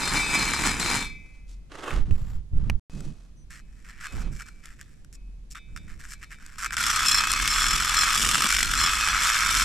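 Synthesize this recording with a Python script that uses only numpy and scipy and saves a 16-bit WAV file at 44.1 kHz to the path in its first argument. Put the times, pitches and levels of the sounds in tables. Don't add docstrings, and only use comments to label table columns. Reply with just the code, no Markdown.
import sys
import numpy as np
from scipy import signal
from scipy.fft import rfft, irfft, next_fast_len
from scipy.io import wavfile
from scipy.ndimage import uniform_filter1d, map_coordinates

SR = 44100
rng = np.random.default_rng(int(sys.argv[2]) if len(sys.argv) > 2 else 0)


def file_out(sig):
    cols = np.atleast_2d(sig).T
    lim = np.clip(cols, -1, 1)
    pcm = np.round(lim * 32767).astype(np.int16)
    wavfile.write(sys.argv[1], SR, pcm)


N = 425124
TIME = np.arange(N) / SR
CHATTER_START_S = 8.503

# time in seconds, cutting level in dB, fin drive in relative dB.
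BURR_LEVELS = [(0.0, -28.5, -1.5), (0.116, -29, -10), (0.148, -23, -10), (0.26, -32, -4.5),
               (0.36, -24.5, -8), (0.57, -29, -9.5), (0.672, -22.5, -10), (0.774, -35, -18),
               (0.806, -26, -5), (0.888, -26.5, -6), (0.93, -23, -11), (1.03, -32, -12.5)]
# start in seconds, added force in dB relative to the steady cut.
BURR_BITES = [(0.077, 2.5), (0.339, -5.5), (0.535, 2), (0.798, 4)]
# time in seconds, rasp level in dB, fine grit in relative dB.
ROLL_LEVELS = [(6.77, -31.5, -4), (6.84, -28, -2.5), (7.03, -26.5, -6.5), (7.09, -29.5, 3),
               (7.17, -28, -5.5), (7.39, -30.5, -4.5), (7.53, -26, -5), (7.8, -28.5, -4), (8.07, -25, -5.5),
               (8.2, -29.5, 2.5), (8.45, -28.5, -5), (8.55, -32, 2.5), (8.67, -35, 0.5), (8.83, -24.5, -6),
               (8.96, -29, -3), (9.17, -24.5, -9), (9.27, -25, -2.5), (9.37, -24.5, -8), (9.63, -27.5, 0.5)]
# time in seconds, turns per second, fade of contact within a turn in dB.
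ROLL_SPIN = [(6.77, 32.2, 6.5), (7.3, 32, 13), (7.6, 39.4, 7), (7.85, 45, 11.5), (8.2, 41.5, 4.5),
             (8.5, 49, 14), (8.7, 47, 13), (8.85, 56, -5), (9.25, 50, -3), (9.64, 42, 6)]
# start in seconds, end in seconds, level in dB.
SQUEAL_SPANS = [(7.062, 7.201, -25.5), (7.486, 7.747, -34), (7.965, 8.041, -25.5), (8.768, 8.876, -29.5),
                (9.56, 9.7, -50)]
# frequency in Hz, width in Hz, gain in dB.
SQUEAL_MODES = [(3382, 25, -2), (4170, 50, -5), (5345, 70, 0), (7330, 200, -7)]
# time in seconds, centre in Hz.
HOLLOW_PITCH = [(6.77, 1430), (6.95, 1265), (7.85, 1300), (8.45, 1245), (8.58, 1550), (8.8, 1275),
                (9.64, 1336)]
KNOCK_PITCH = [(7.9, 1500), (8.2, 2920), (8.45, 2590), (8.52, 1900)]
# start in seconds, length in seconds, rasp level in dB, fine grit in relative dB,
# swell over the stroke in dB, port resonance in Hz.
SCRAPE_STROKES = [(3.503, 0.1, -54, -2, -4.5, 1760), (3.845, 0.063, -54.5, -6.5, 7, 1780),
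                  (3.91, 0.088, -58, -15, 1, 1770), (4.003, 0.069, -44, -6.5, 9, 1600),
                  (4.078, 0.15, -55.5, -2.5, 8, 1340), (4.319, 0.11, -64, 5, 3, 1600),
                  (4.392, 0.034, -47, -8, -6, 1450), (4.457, 0.034, -54.5, -5.5, 9, 1490),
                  (4.635, 0.1, -60, -6, -7, 1780), (4.789, 0.039, -59.5, -9, 1, 1750),
                  (5.132, 0.028, -72, 15.5, -2, 1700), (5.504, 0.027, -68, 19, 2, 1700),
                  (5.549, 0.039, -45, -8, -3, 1430), (5.761, 0.016, -46, -4, -2, 1600),
                  (5.879, 0.065, -58, -9, -14, 1770), (5.992, 0.093, -56.5, -1.5, -2, 1600),
                  (6.083, 0.057, -53, 5, 10, 1650), (6.212, 0.031, -50, -7.5, 13, 1850),
                  (6.306, 0.045, -50, -7.5, -6, 1820), (6.392, 0.43, -57.5, -6, 0.5, 1530),
                  (6.582, 0.051, -44, 0, 4, 1380), (6.625, 0.044, -37, -4, 3, 1350),
                  (6.722, 0.025, -35, -3.5, 5, 1447)]
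# start in seconds, level in dB, body in relative dB.
WALL_KNOCKS = [(3.0061, -34, -13), (4.4206, -32, -11), (4.657, -29, -14), (4.8122, -29, -16),
               (5.047, -41, -17), (5.1277, -35, -27), (6.4631, -30, -19), (6.707, -31, 3),
               (6.768, -13, -11), (7.3175, -6, -19.5), (7.336, -9, -15), (8.1478, -10, -15.5),
               (8.1612, -12, -8), (8.2475, -12, -7), (8.3458, -12, -6), (8.3541, -10, -5),
               (8.4376, -13, -9), (8.457, -11, -7), (8.6291, -11, -4)]
# frequency in Hz, T60 in seconds, then gains in dB when driven at the port mouth,
# driven deep in the port and struck on the rim.
FIN_MODES = [(2056, 1.4, -22, -23, -17), (2175, 0.8, -15, -17, -10), (2299, 0.6, -11, -16, -12),
             (2320, 0.75, -5, -16, -3), (2547, 1.1, -10, -16, -3), (3004, 0.6, -22, -20, -17),
             (3133, 0.6, -25, -22, -27), (3382, 0.32, -22, -13, -9), (3510, 0.35, -24, -26, -9),
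             (3655, 0.45, -11, -18, 0), (3924, 0.2, -13, -26, -28), (4210, 0.18, -7, -14, -16),
             (4618, 0.2, -23, -19, -26), (4974, 0.36, -11, -23, -15), (5880, 0.15, -16, -13, -30),
             (5911, 0.55, -22, -28, -24), (6697, 0.2, -18, -21, -22), (7887, 0.15, -14, -18, -24),
             (8339, 0.12, -15, -29, -30)]
# time in seconds, level in dB.
RIM_BLOWS = [(1.02, -46), (4.05, -62), (5.555, -60), (5.764, -64)]
# start in seconds, length in seconds, mode in Hz, level in dB.
FIN_NOTES = [(0.21, 0.15, 2547, -32.5), (0.32, 0.077, 2320, -25.5), (0.82, 0.027, 2320, -30),
             (2.9, .03, 2547, -61), (4.057, 0.045, 2547, -49.5), (5.146, .03, 2547, -69),
             (7.036, .28, 2547, -33), (7.998, .08, 2547, -32.5), (8.43, 0.09, 2320, -33.5),
             (8.51, 0.15, 4210, -37.5), (8.88, 0.29, 2547, -33)]
# start in seconds, length in seconds, rustle level in dB, fibre hiss in relative dB.
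SLEEVE_BRUSHES = [(1.489, 0.029, -70, 11.5), (1.72, 0.27, -46, -11.5), (1.844, 0.064, -42.5, -21),
                  (2.064, 0.3, -61.5, -7.5), (2.548, 0.18, -62.5, -11), (2.879, 0.2, -65.5, 2),
                  (4.11, 0.16, -54.5, -10)]
# start in seconds, length in seconds, sway level in dB, housing rub in relative dB.
CAMERA_GRIPS = [(1.93, 0.086, -25.5, -20.5), (2.082, 0.043, -23, -19), (2.212, 0.16, -31, -37),
                (2.521, 0.2, -25, -22), (2.932, 0.15, -38.5, -5.5), (4.13, 0.19, -33, -13),
                (5.692, 0.3, -43, -15)]
# time in seconds, click level in dB, thud level in dB.
CAMERA_TAPS = [(1.908, -23.5, -40), (1.929, -30, -25), (2.11, -34, -11.5), (2.155, -40, -23),
               (2.699, -13, -18)]
# frequency in Hz, relative density in dB.
CHIP_SPECTRUM = [(59, -36), (100, -4), (268, -0.5), (620, -16.5), (923, -3), (2270, -3.5), (2690, -9.5),
                 (4090, -11.5), (4540, -25), (4840, -11), (6400, -13.5), (7300, -7), (8900, -19),
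                 (9860, -10.5), (11000, -31), (12700, -20), (15000, -59.5)]
RASP_SPECTRUM = [(250, -36), (550, -17), (1050, -8.5), (1250, -3), (1500, 5), (2200, -1), (3500, -5.5),
                 (4200, -19.5), (5300, -6.5), (6400, -14), (7300, -8), (9500, -17.5), (12300, -19.5),
                 (15500, -47)]
SCRAPE_SPECTRUM = [(300, -37), (700, -12.5), (950, -10), (1300, 5.5), (1900, 2.5), (2800, -2), (4100, -9),
                   (5500, 2.5), (6500, -3.5), (7500, 3), (9500, -8), (12500, -11), (15500, -27)]
CLOTH_SPECTRUM = [(150, -20), (330, -0.5), (700, -5.5), (1200, -4.5), (2400, -10.5), (6000, -13),
                  (7400, -15), (9500, -20.5), (12400, -28.5), (14500, -56.5)]
TAP_SPECTRUM = [(150, -3.5), (700, -16.5), (1500, -14), (2550, -8), (3500, -25.5), (8000, -32),
                (15000, -40)]
SWAY_SPECTRUM = [(12, 5), (55, -2), (100, -12), (150, -15), (240, -30), (500, -76), (2000, -120)]
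RUB_SPECTRUM = [(70, -20), (150, 4.5), (240, -2.5), (400, -15.5), (1400, -40), (4000, -49.5), (12000, -86)]
SHAKE_SPECTRUM = [(15, -14), (27, 3.5), (45, 1.5), (75, -9), (200, -15.5), (400, -24.5), (900, -60.5)]
AIR_SPECTRUM = [(180, -33.5), (280, 4), (750, -8.5), (7060, -15.5), (12100, -23.5), (15000, -51.5)]
# frequency in Hz, left-right correlation.
EAR_CORRELATION = [(60, 0.74), (300, 0.87), (1400, 0.84), (7000, 0.82), (13000, 0.24)]
# frequency in Hz, left over right in dB.
BURR_BALANCE = [(60, 7), (240, -3.5), (950, -3), (3770, 3.5), (15000, 4)]
ROLL_BALANCE = [(60, -3), (240, -6), (950, -2.5), (3770, 1), (15000, 3.5)]
HAND_BALANCE = [(60, -6), (1000, -4), (4000, -1), (13000, 6)]

FIN_HZ, FIN_T60_S, FIN_MOUTH_DB, FIN_DEEP_DB, FIN_RIM_DB = np.transpose(FIN_MODES)


def burr(turn_hz=144, body_db=-5.5, fine_db=-8, ring_db=4.0, lift_s=1.034, fade_db_per_s=293):
    press_db, drive_db = curves(BURR_LEVELS)
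    cut_db = press_db - fade_db_per_s * np.clip(TIME - lift_s, 0, 1)
    turns = np.cumsum(turn_hz * (1 + .02 * wobble(20))) / SR
    skip_db = 1.5 * np.cos(2 * np.pi * turns) + 3 * np.clip(wobble(420), -2, 2)
    bite = unit(amp(skip_db)) * amp(cut_db)
    bite *= 1 + sum(amp(db) * burst(start_s, t60_s=0.033) for start_s, db in BURR_BITES)
    chips = grains(rate_hz=1800, spread_db=1.5) * bite
    dust = grains(rate_hz=7000, spread_db=4.5) * bite
    cut = abrasion(chips * amp(body_db), dust * amp(fine_db), CHIP_SPECTRUM)
    return cut + fins(chips * amp(drive_db + ring_db), FIN_MOUTH_DB)


def sanding_roll(body_db=-5.5, fine_db=0.5, squeal_db=-10, tilt_ring_db=-6, thud_db=-7, hollow_db=-3):
    rasp_db, grit_db = curves(ROLL_LEVELS)
    turn_hz, bounce_db = curves(ROLL_SPIN)
    turns = np.cumsum(turn_hz * (1 + 0.031 * wobble(30))) / SR
    turns -= np.interp(CHATTER_START_S, TIME, turns)
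    contact = unit(uniform_filter1d(amp(-bounce_db * (turns % 1 - .5)), size=90))
    snag = snags(rate_hz=105, fall_db=14, spread_db=1)
    running = during(6.768, 11, .003)
    press = contact * amp(rasp_db) * running
    catches = grains(rate_hz=1500, spread_db=0) * press * snag
    grit = grains(rate_hz=8000, spread_db=3.5) * press
    grit *= unit(snag ** 0.57 * amp(3.2 * wobble(300)))
    rasp = abrasion(catches * amp(body_db), grit * amp(grit_db + fine_db), RASP_SPECTRUM)
    stick = amp(rasp_db + squeal_db) * running
    stick += sum(amp(db) * during(start_s, end_s, 0.0096) for start_s, end_s, db in SQUEAL_SPANS)
    slips = snags(rate_hz=65, fall_db=12, spread_db=1)
    squeal = resonate(noise() * contact * slips, SQUEAL_MODES) * stick
    hollow = port_hollow(catches, curves(HOLLOW_PITCH)[0], width_hz=140, band_hz=(850, 2200))
    bumps = grains(rate_hz=280, spread_db=0.5) * contact
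    thud = resonate(bumps, [(185.2, 72, 6.5), (8500, 690, -1.5)]) * amp(rasp_db + thud_db)
    tilted = (amp(tilt_ring_db) * knock_ring(catches) + thud) * during(8.17, 8.48, 0.075)
    return rasp + amp(hollow_db) * hollow + squeal + tilted + fins(catches, FIN_DEEP_DB)


def scrapes(body_db=-5, fine_db=1, ring_db=-11, hollow_db=-1, drag_db=-71, ring_db_per_octave=-5):
    drag = amp(drag_db) * (during(3.7, 5, .2) + during(5.7, 6.75, .2))
    coarse, fine = drag.copy(), drag.copy()
    centre_hz = np.full(N, SCRAPE_STROKES[0][-1], float)
    for start_s, length_s, rasp_db, grit_db, swell_db, hollow_hz in SCRAPE_STROKES:
        end_s = start_s + length_s
        near = slice(int((start_s - .01) * SR), int((start_s + 1) * SR))
        stroke = np.maximum(during(start_s, end_s, length_s / 10), 0.57 * burst(end_s, t60_s=0.037))
        progress = np.clip((TIME[near] - start_s) / length_s, 0, 1)
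        stroke = stroke[near] * amp(swell_db * (progress - .5))
        coarse[near] += amp(rasp_db) * stroke
        fine[near] += amp(rasp_db + grit_db) * stroke
        centre_hz[near] = hollow_hz
    force = unit(grains(rate_hz=2200, spread_db=3) * snags(rate_hz=170, fall_db=12, spread_db=2))
    rasp = abrasion(force * coarse * amp(body_db), force * fine * amp(fine_db), SCRAPE_SPECTRUM)
    hollow = port_hollow(force * coarse, centre_hz, width_hz=320, band_hz=(1000, 2800))
    soft_db = FIN_MOUTH_DB + ring_db_per_octave * np.log2(FIN_HZ / FIN_HZ[0])
    return rasp + amp(hollow_db) * hollow + amp(ring_db) * fins(force * (coarse + fine), soft_db)


def knocks(body_db=1, fine_db=-7, ring_db=-15, hollow_db=2, chatter_db=-16.5, chatter_body_db=-5):
    turn_s = 1 / np.interp(CHATTER_START_S, TIME, curves(ROLL_SPIN)[0])
    chatter = [(CHATTER_START_S + k * turn_s, chatter_db, chatter_body_db) for k in range(6)]
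    coarse, fine = np.zeros((2, N))
    for start_s, db, thud_db in list(WALL_KNOCKS) + chatter:
        blow = amp(db) * burst(start_s, t60_s=0.0097)
        coarse += amp(thud_db) * blow
        fine += blow
    force = np.sign(noise())
    knock = abrasion(force * coarse * amp(body_db), force * fine * amp(fine_db), SCRAPE_SPECTRUM)
    hollow = amp(hollow_db) * knock_ring(force * coarse)
    return knock + hollow + amp(ring_db) * fins(force * fine, FIN_DEEP_DB)


def abrasion(coarse, fine, spectrum, crossover_hz=3600):
    low, high = (signal.butter(3, crossover_hz, kind, fs=SR, output="sos") for kind in ("low", "high"))
    body = colour(coarse, spectrum, (800, 2000))
    fizz = colour(fine, spectrum, (5500, 13000))
    return signal.sosfilt(low, body) + signal.sosfilt(high, fizz)


def grains(rate_hz, spread_db):
    at = np.flatnonzero(rng.random(N) < rate_hz / SR)
    size = amp(spread_db * np.clip(rng.standard_normal(N)[at], -2, 2))
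    impacts = np.zeros((2, N))
    impacts[:, at] = size * np.sign(rng.random((2, N))[:, at] - .5)
    return unit(impacts)


def snags(rate_hz, fall_db, spread_db):
    count = np.cumsum(rate_hz * amp(3 * wobble(60))) / SR
    sizes = np.clip(rng.standard_normal(N), -1.5, 1.5)
    level_db = spread_db * sizes[count.astype(int)] - fall_db * (count % 1)
    return unit(uniform_filter1d(amp(level_db), size=30))


def fins(force, gains_db):
    t = np.arange(SR) / SR
    ring = np.zeros(SR)
    for hz, t60_s, db in zip(FIN_HZ, FIN_T60_S, gains_db):
        mode = np.sin(2 * np.pi * hz * t) * amp(-60 * t / t60_s)
        ring += amp(db) * mode / np.linalg.norm(mode)
    return signal.fftconvolve(force, ring[None], axes=1)[:, :N]


def fin_tones(waver_db=1.5, drift_hz=4, attack_s=.04):
    blows = np.zeros((1, N))
    for start_s, db in RIM_BLOWS:
        blows[0, round(start_s * SR)] = amp(db) * np.sqrt(SR / 10)
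    sound = fins(blows, FIN_RIM_DB)[0]
    drift_cycles = drift_hz * np.cumsum(wobble(40)) / SR
    waver = amp(waver_db * wobble(35))
    for start_s, length_s, hz, db in FIN_NOTES:
        mode = np.argmin(abs(FIN_HZ - hz))
        near = slice(max(0, int((start_s - .1) * SR)), int((start_s + 1.5) * SR))
        level = amp(db) * swell(start_s, length_s, attack_s, FIN_T60_S[mode]) * waver
        cycles = FIN_HZ[mode] * TIME[near] + drift_cycles[near] + rng.random()
        sound[near] += level[near] * np.sin(2 * np.pi * cycles)
    return sound


def port_hollow(force, centre_hz, width_hz, band_hz):
    carrier = np.exp(2j * np.pi * np.cumsum(centre_hz) / SR)
    pole = np.exp(-np.pi * width_hz / SR)
    baseband = signal.lfilter([np.sqrt(2 * (1 - pole ** 2))], [1, -pole], force / carrier)
    bandpass = signal.butter(2, band_hz, "band", fs=SR, output="sos")
    return signal.sosfilt(bandpass, np.real(baseband * carrier))


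def knock_ring(force):
    return port_hollow(force, curves(KNOCK_PITCH)[0], width_hz=300, band_hz=(1200, 3600))


def squeak(fundamental_hz=3010, level_db=-65):
    phase = 2 * np.pi * np.cumsum(fundamental_hz * (1 + 0.026 * wobble(1500))) / SR
    tone = np.sin(2 * phase) + .3 * np.sin(3 * phase)
    return amp(level_db) * tone * during(3.368, 3.44, 0.013)


def shaft_shake(burr_db=-35.5, roll_db=-38, throb_db=-37):
    drive = amp(burr_db) * during(-1, 1.15, 0.36) + amp(roll_db) * during(6.71, 11, 0.3)
    rumble = colour(noise(), SHAKE_SPECTRUM, (20, 600)) * drive
    turns = np.cumsum(curves(ROLL_SPIN)[0]) / SR
    throb = amp(throb_db) * np.sin(2 * np.pi * turns) * during(6.9, 11, 0.26)
    return (rumble + [throb, np.zeros(N)]) * amp(2.5 * wobble(7))


def sleeve(stir_db=-73, slide_db=-67, scuff_db=-3):
    stir = amp(stir_db) * (during(1.05, 1.4, .1) + during(2.9, 3.3, .1))
    rustle, hiss = stir.copy(), stir.copy()
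    for start_s, length_s, db, hiss_db in SLEEVE_BRUSHES:
        brush = amp(db) * swell(start_s, length_s, attack_s=0.054, t60_s=0.17)
        rustle += brush
        hiss += amp(hiss_db) * brush
    force = unit(grains(rate_hz=4500, spread_db=4) * amp(2.5 * wobble(160)))
    sliding = amp(slide_db) * during(2.11, 2.375, 0.017)
    slide = resonate(force, [(7200, 400, -5), (11900, 340, -5)]) * sliding
    firmness = rustle ** 2 / rustle.max()
    scuff = resonate(force, [(1110, 130, -0.5), (2450, 220, -5)]) * amp(scuff_db) * firmness
    return abrasion(force * rustle, force * hiss, CLOTH_SPECTRUM) + slide + scuff


def handling(scuff_db=-8, click_db=8, thud_hz=65):
    sway, rub, clicks, scuffs, thuds = np.zeros((5, N))
    for start_s, length_s, db, rub_db in CAMERA_GRIPS:
        grip = amp(db) * swell(start_s, length_s, attack_s=0.0214, t60_s=0.33)
        sway += grip
        rub += amp(rub_db) * grip
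    for start_s, db, thud_db in CAMERA_TAPS:
        clicks[round(start_s * SR)] = amp(db + click_db)
        scuffs += amp(db + scuff_db) * burst(start_s, t60_s=0.016)
        flex = np.sin(2 * np.pi * thud_hz * (TIME - start_s))
        thuds -= amp(thud_db) * burst(start_s, t60_s=0.051) * flex
    taps = colour(noise() * scuffs + [clicks, np.zeros(N)], TAP_SPECTRUM, (700, 9000))
    return housing(sway, rub) + taps + [thuds, np.zeros(N)]


def housing(sway, rub):
    rumble = colour(noise(), SWAY_SPECTRUM, (20, 90)) * sway
    return rumble + colour(noise(), RUB_SPECTRUM, (170, 500)) * rub


def hum(hz=42.7, level_db=-51, waver_db=5.5):
    phase = 2 * np.pi * np.cumsum(hz * (1 + .02 * wobble(4))) / SR
    return np.sin(phase) * amp(level_db + waver_db * wobble(5.1))


def workshop_air(level_db=-68):
    return amp(level_db) * colour(noise(), AIR_SPECTRUM, (300, 15000))


def amp(db):
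    return 10 ** (np.asarray(db) / 20)


def unit(x):
    return x / np.sqrt(np.mean(x ** 2) + 1e-20)


def noise():
    return rng.standard_normal((2, N))


def wobble(rate_hz):
    return map_coordinates(rng.standard_normal(int(N * rate_hz / SR) + 4), [TIME * rate_hz], order=2)


def along(points, hz):
    knots_hz, values = np.transpose(points)
    return np.interp(np.log(hz + 1), np.log(knots_hz), values)


def curves(rows):
    times_s, *columns = np.transpose(rows)
    return [np.interp(TIME, times_s, column) for column in columns]


def during(start_s, end_s, fade_s):
    return np.clip(np.minimum(TIME - start_s, end_s - TIME) / fade_s + .5, 0, 1)


def burst(start_s, t60_s):
    return (TIME >= start_s) * amp(-60 * np.clip((TIME - start_s) / t60_s, 0, 10))


def swell(start_s, length_s, attack_s, t60_s):
    rise = np.clip((TIME - start_s) / attack_s + .5, 0, 1)
    return rise * amp(-60 * np.clip((TIME - start_s - length_s) / t60_s, 0, 10))


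def filtered(x, response):
    size = next_fast_len(N + SR // 2, True)
    return irfft(rfft(x, size) * response(np.fft.rfftfreq(size, 1 / SR)), size)[..., :N]


def resonate(x, modes):
    return unit(filtered(x, lambda hz: sum(
        amp(db) * 1j * hz * width_hz / (centre_hz ** 2 - hz ** 2 + 1j * hz * width_hz)
        for centre_hz, width_hz, db in modes)))


def colour(x, spectrum, band_hz, size=8192):
    hz = np.fft.rfftfreq(size, 1 / SR)
    gain = amp(along(spectrum, hz))
    gain /= np.sqrt(np.mean(gain ** 2 * (hz > band_hz[0]) * (hz < band_hz[1])))
    cepstrum = irfft(np.log(gain + 1e-6))
    cepstrum[1:size // 2] *= 2
    cepstrum[size // 2 + 1:] = 0
    impulse = irfft(np.exp(rfft(cepstrum)))
    return signal.oaconvolve(x, impulse[None], axes=1)[:, :N]


def place(pair, balance):
    size = next_fast_len(N + SR // 8, True)
    hz = np.fft.rfftfreq(size, 1 / SR)
    angle = np.arccos(np.clip(along(EAR_CORRELATION, hz), 0, 1)) / 2
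    mid, side = rfft(pair, size) * [np.cos(angle), np.sin(angle)]
    lean = amp(along(balance, hz) / 2)
    return irfft(np.array([(mid + side) * lean, (mid - side) / lean]), size)[:, :N]


def scene():
    roll = place(sanding_roll() + scrapes() + knocks() + shaft_shake(), ROLL_BALANCE)
    hands = place(sleeve() + handling(), HAND_BALANCE)
    head = place(housing(sway=amp(-51), rub=amp(-65)), ROLL_BALANCE)
    air = workshop_air()
    return place(burr(), BURR_BALANCE) + fin_tones() + roll + squeak() + hum() + hands + head + air


def record(dry, stop_s=2.796, resume_s=2.898, ceiling=.6, top_hz=15500):
    sound = dry * (1 - during(stop_s, resume_s, 1 / SR))
    sound = sound / (1 + (sound / ceiling) ** 6) ** (1 / 6)
    return filtered(sound, lambda hz: 1 / (1 + (hz / top_hz) ** 400))


dry = scene()
out = record(dry)
file_out(out)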